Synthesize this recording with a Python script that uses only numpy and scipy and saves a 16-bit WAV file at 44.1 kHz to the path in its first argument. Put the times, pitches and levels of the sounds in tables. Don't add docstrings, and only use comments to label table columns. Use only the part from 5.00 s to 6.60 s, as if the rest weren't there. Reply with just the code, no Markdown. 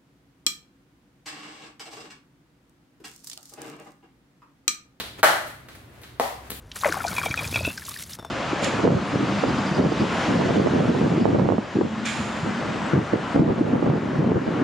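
import sys
import numpy as np
from scipy import signal
from scipy.fft import rfft, irfft
from scipy.io import wavfile
from scipy.ndimage import uniform_filter1d, minimum_filter1d

SR = 44100
rng = np.random.default_rng(int(sys.argv[2]) if len(sys.argv) > 2 else 0)


def int16_out(signal):
    q = np.round(np.clip(np.atleast_2d(signal).T, -1, 1) * 32767)
    wavfile.write(sys.argv[1], SR, q.astype(np.int16))


N = 70560

# frequency in Hz, correlation.
ROOM_LIKENESS = [(40, 1), (130, 0.92), (300, 0.83), (800, 0.21), (16000, 0)]


def amp(db):
    return 10 ** (np.asarray(db) / 20)


def burst(x):
    return x * np.sqrt(SR / 100 / (np.sum(x ** 2) + 1e-20))


def read(points, hz):
    f, value = np.transpose(points)
    return np.interp(np.log(hz + 1), np.log(f + 1), value)


def add(mix, start_s, sound):
    at = round(start_s * SR)
    sound = sound[:, max(-at, 0):]
    part = mix[:, max(at, 0):][:, :sound.shape[1]]
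    part += sound[:, :part.shape[1]]


def coloured(x, gain_db, size=2048):
    log_gain = np.log(amp(gain_db(abs(np.fft.fftfreq(size, 1 / SR)))))
    impulse = np.fft.ifft(np.exp(np.conj(signal.hilbert(log_gain)))).real
    return signal.fftconvolve(x, impulse)[:len(x)]


def stereo_noise(size, likeness, colour=None):
    hz = np.fft.rfftfreq(size, 1 / SR)
    a, b = rfft(rng.standard_normal((2, size)))
    same = np.clip(read(likeness, hz), -1, 1)
    mid, side = a * np.sqrt(1 + same), b * np.sqrt(1 - same)
    gain = amp(read(colour, hz)) if colour else 1
    noise = irfft(np.array([mid + side, mid - side]) * gain, size)
    return noise / np.sqrt(np.mean(noise ** 2) + 1e-20)


def grit(decay_s, size, bite=0, bite_s=0.00037):
    t = np.arange(size) / SR
    envelope = np.exp(-t / decay_s) + bite * np.exp(-t / bite_s)
    bound = 2 * envelope / np.linalg.norm(envelope)
    x = envelope * rng.standard_normal(size)
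    for _ in range(6):
        whitened = irfft(np.exp(1j * np.angle(rfft(x))), size)
        x = np.clip(whitened, -bound, bound)
    return burst(x)


def footfall_and_hum(hz=65, octave_db=-60):
    # time in seconds, rms level in dB.
    levels = [(0, -52), (.4, -67), (1.0, -60), (1.25, -56.5), (1.4, -49.5), (1.6, -49.5)]
    t = np.arange(N) / SR
    phase = 2 * np.pi * (hz * t + rng.random())
    level = amp(np.interp(t, *np.transpose(levels)))
    return np.sqrt(2) * (level * np.sin(phase) + amp(octave_db) * np.sin(2 * phase))


def room_noise(rms_db=-49.5):
    # frequency in Hz, relative density in dB.
    colour = [(15, -37), (30, -28), (60, -7.5), (120, 2.5), (170, -10.5), (280, -5), (450, -12),
              (900, -16.5), (2000, -19), (3200, -24.5), (6000, -36.5), (15000, -36.5)]
    return amp(rms_db) * stereo_noise(N, ROOM_LIKENESS, colour)


def swishes():
    # middle in seconds, width in seconds, level in dB.
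    moves = [(.02, .06, -43), (.195, .011, -40), (.49, 0.023, -46), (.75, 0.045, -56.5), (.98, 0.052, -53),
             (1.47, 0.034, -47.5)]
    # frequency in Hz, relative density in dB.
    colour = [(60, -7), (300, 0.5), (1000, -3.5), (2000, -6.5), (5000, -17.5), (12000, -21), (16000, -24)]
    t = np.arange(N) / SR
    level = sum(amp(db) * np.exp(-((t - middle) / width) ** 2 / 2) for middle, width, db in moves)
    return level * stereo_noise(N, ROOM_LIKENESS, colour)


def slaps(thud_hz=300, smack_hz=3700, air_hz=13000):
    # start in seconds, level in dB, decay in seconds, then thud, smack, air,
    # left over right and hall send, all in dB.
    contacts = [(-.001, -29, 0.0069, -0.5, 5.5, -4, 0.5, -2), (.468, -43.5, .013, -4, -2, 2, 0, 1),
                (.686, -44.5, .005, -3.5, -4, -10, 0, 1.5), (.751, -47, .005, -4, -3.5, -3, 0, -2),
                (1.016, -50.5, .008, -5, -3, 1, 3, 1), (1.034, -44, .008, -9, 0.5, -9, 0, -1),
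                (1.5012, -39.5, .0015, 1, 0, 7, 0, 0), (1.5046, -32.5, .0002, 2.5, 1, 10, 3, -2),
                (1.518, -36, .002, 9, 5, -1, 0, -3)]
    # frequency in Hz, relative density in dB.
    base_colour = [(50, -11.5), (150, 1.5), (350, 2), (700, -2.5), (1800, 0), (2700, -3.5), (4100, -2.5),
                   (5200, -10), (7000, -11.5), (8500, -9), (13000, -7.5), (16000, -12.5)]
    out = np.zeros((2, N))
    for start_s, db, decay_s, thud_db, smack_db, air_db, pan_db, room_db in contacts:
        def colour(hz):
            bump = lambda centre, octaves: np.exp(-(np.log2((hz + 1) / centre) / octaves) ** 2)
            return (read(base_colour, hz) + thud_db * bump(thud_hz, 1.5)
                    + smack_db * bump(smack_hz, 0.62) + air_db * bump(air_hz, 0.88))
        puff = amp(db) * burst(coloured(grit(decay_s, size=8192), colour))
        add(out, start_s, in_gym(puff, room_db, pan_db))
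    return out


def struck_stick(modes, noise_colour, noise_db, low_cut_hz, chatter=(), size=8192):
    t = np.arange(size) / SR
    waves = np.array([amp(db - 60 * t / t60) * np.sin(2 * np.pi * hz * t) for hz, db, t60 in modes])
    low_cut = signal.butter(2, low_cut_hz, "high", fs=SR, output="sos")

    def contact(mode_signs, noise_decay_s, bite=0):
        ring = burst(signal.sosfilt(low_cut, mode_signs @ waves))
        splinter = burst(coloured(grit(noise_decay_s, size, bite), lambda hz: read(noise_colour, hz)))
        return ring + amp(noise_db) * splinter

    signs = (-1) ** (np.arange(len(modes)) // 3)
    sound = contact(signs, noise_decay_s=0.004, bite=amp(8))
    for delay_s, db in chatter:
        rebound = contact(rng.choice([-1, 1], len(modes)), noise_decay_s=0.00104)
        add(sound[None], delay_s, amp(db) * rebound[None])
    return sound


def hard_crack():
    # frequency in Hz, relative level in dB, T60 in seconds.
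    modes = [(351.5, -10, 0.039), (536, -7.5, 0.031), (614.4, 1, .055), (755, 1, .025), (900, -8, .025),
             (1070, -7, .025), (1263, 0, .025), (1378, -2.5, 0.021), (1523, -1.5, 0.023), (1748, -3, .018),
             (1973, -3, 0.021), (2220, -4, 0.017), (3040, -13, 0.03), (3400, -11.5, 0.021),
             (4034, -8.5, 0.015)]
    # frequency in Hz, relative density in dB.
    noise_colour = [(30, -29), (120, -15), (260, -7.5), (600, 1.5), (2000, 2), (2700, -6), (4200, -6.5),
                    (6500, -11), (9000, -10), (12500, -9.5), (16000, -14.5)]
    # delay in seconds, level in dB against the first contact.
    chatter = [(.0035, -1), (.0085, -1.5), (.0130, -1.5)]
    blow = struck_stick(modes, noise_colour, noise_db=-7, low_cut_hz=380, chatter=chatter)
    return in_gym(amp(-12.4) * blow, room_db=-0.6, pan_db=0.94, tail_db_per_octave=-0.3)


def dull_knock():
    # frequency in Hz, relative level in dB, T60 in seconds.
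    modes = [(263.5, -13.5, 0.066), (495, -1, .02), (608, -2, .012), (753, -3, .04), (894, -1, .015),
             (997, -5.5, 0.019), (1270, -7.5, 0.013), (1530, -18, 0.013), (1890, -12, .018),
             (2370, -9, 0.015)]
    # frequency in Hz, relative density in dB.
    noise_colour = [(30, -26), (150, 0), (800, 3), (1500, 5), (2600, 4), (4400, 0), (6500, -6), (8500, -7),
                    (13000, -7), (16000, -10)]
    blow = struck_stick(modes, noise_colour, noise_db=-10, low_cut_hz=200)
    return in_gym(amp(-19.8) * blow, room_db=-0.2, pan_db=1.5, tail_db_per_octave=1.3)


def hall_tail(gap_s=0.0034, build_s=0.018):
    # frequency in Hz, T60 in seconds.
    decay = [(100, .6), (250, .55), (550, 0.49), (1400, 0.55), (3700, 0.55), (9000, 0.52), (16000, 0.47)]
    # frequency in Hz, correlation.
    likeness = [(60, .95), (250, 0.91), (550, 0.53), (1100, 0), (16000, 0.031)]
    hz, t, bands = signal.stft(stereo_noise(SR, likeness), SR, nperseg=256)
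    tail = signal.istft(bands * amp(-60 * t / read(decay, hz)[:, None]), SR, nperseg=256)[1]
    age = np.maximum(np.arange(tail.shape[1]) / SR - gap_s, 0)
    tail = tail * (1 - np.exp(-age / build_s))
    return tail / np.sqrt(np.sum(tail ** 2) / 2)


def in_gym(sound, room_db, pan_db, tail_db_per_octave=0, left_lag_s=0.00007):
    # left and right delay in seconds, level in dB.
    echoes = [(.0046, 0.0045, -6), (.0078, .0086, -11), (0.0102, .0122, -8.5), (.0142, .0147, -12),
              (.0194, 0.019, -13.5)]
    # frequency in Hz, gain in dB.
    hall_colour = [(100, -1.5), (250, -0.5), (500, -2), (750, 0.5), (1500, 1), (4000, 2.5), (9000, 2.5),
                   (16000, 1)]
    hz = np.fft.rfftfreq(len(sound), 1 / SR)
    bands = np.geomspace(30, SR / 2, 1200)
    power = uniform_filter1d(np.interp(bands, hz, abs(rfft(sound)) ** 2), size=30)
    tail_db = 10 * np.log10(abs(power) + 1e-12) + read(hall_colour, bands) + room_db
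    tail_db += tail_db_per_octave * np.log2(bands / 800)
    out = np.array([coloured(side, lambda f: np.interp(f, bands, tail_db)) for side in hall_tail()])
    direct = (left_lag_s, 0, 0)
    for left_s, right_s, db in [direct] + echoes:
        add(out[:1], left_s, amp(db) * sound[None])
        add(out[1:], right_s, amp(db) * sound[None])
    return out * amp([[pan_db / 2], [-pan_db / 2]])


def scene():
    mix = footfall_and_hum() + room_noise() + swishes()
    add(mix, 0.2305, hard_crack())
    add(mix, 1.1981, dull_knock())
    return mix + slaps()


def limiter(x, threshold_db=1, lookahead_s=0.022, attack_s=0.005, recover_db_per_s=200):
    over_db = np.maximum(20 * np.log10(abs(x).max(0) + 1e-9) - threshold_db, 0)
    ahead = round(lookahead_s * SR)
    coming_db = -minimum_filter1d(-over_db, ahead, origin=-(ahead // 2))
    recovery_db = np.arange(N) * recover_db_per_s / SR
    held_db = np.maximum.accumulate(coming_db + recovery_db) - recovery_db
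    duck_db = uniform_filter1d(held_db, round(attack_s * SR))
    return x * amp(-duck_db)


def record(dry, ceiling=0.93, top_hz=15950):
    # frequency in Hz, left over right in dB.
    mic_balance = [(100, 0), (1000, 0), (2000, .8), (4000, -2), (8000, 4.5), (13000, .8)]
    tilt_db = read(mic_balance, np.fft.rfftfreq(2 * N, 1 / SR)) / 2
    picked_up = irfft(rfft(dry, 2 * N) * amp([tilt_db, -tilt_db]))[:, :N]
    limited = limiter(picked_up)
    rounded = limited / (1 + (limited / ceiling) ** 8) ** (1 / 8)
    low_pass = signal.firwin(511, top_hz, window=("kaiser", 9), fs=SR)
    return signal.oaconvolve(rounded, low_pass[None], "same")


dry = scene()
out = record(dry)
int16_out(out)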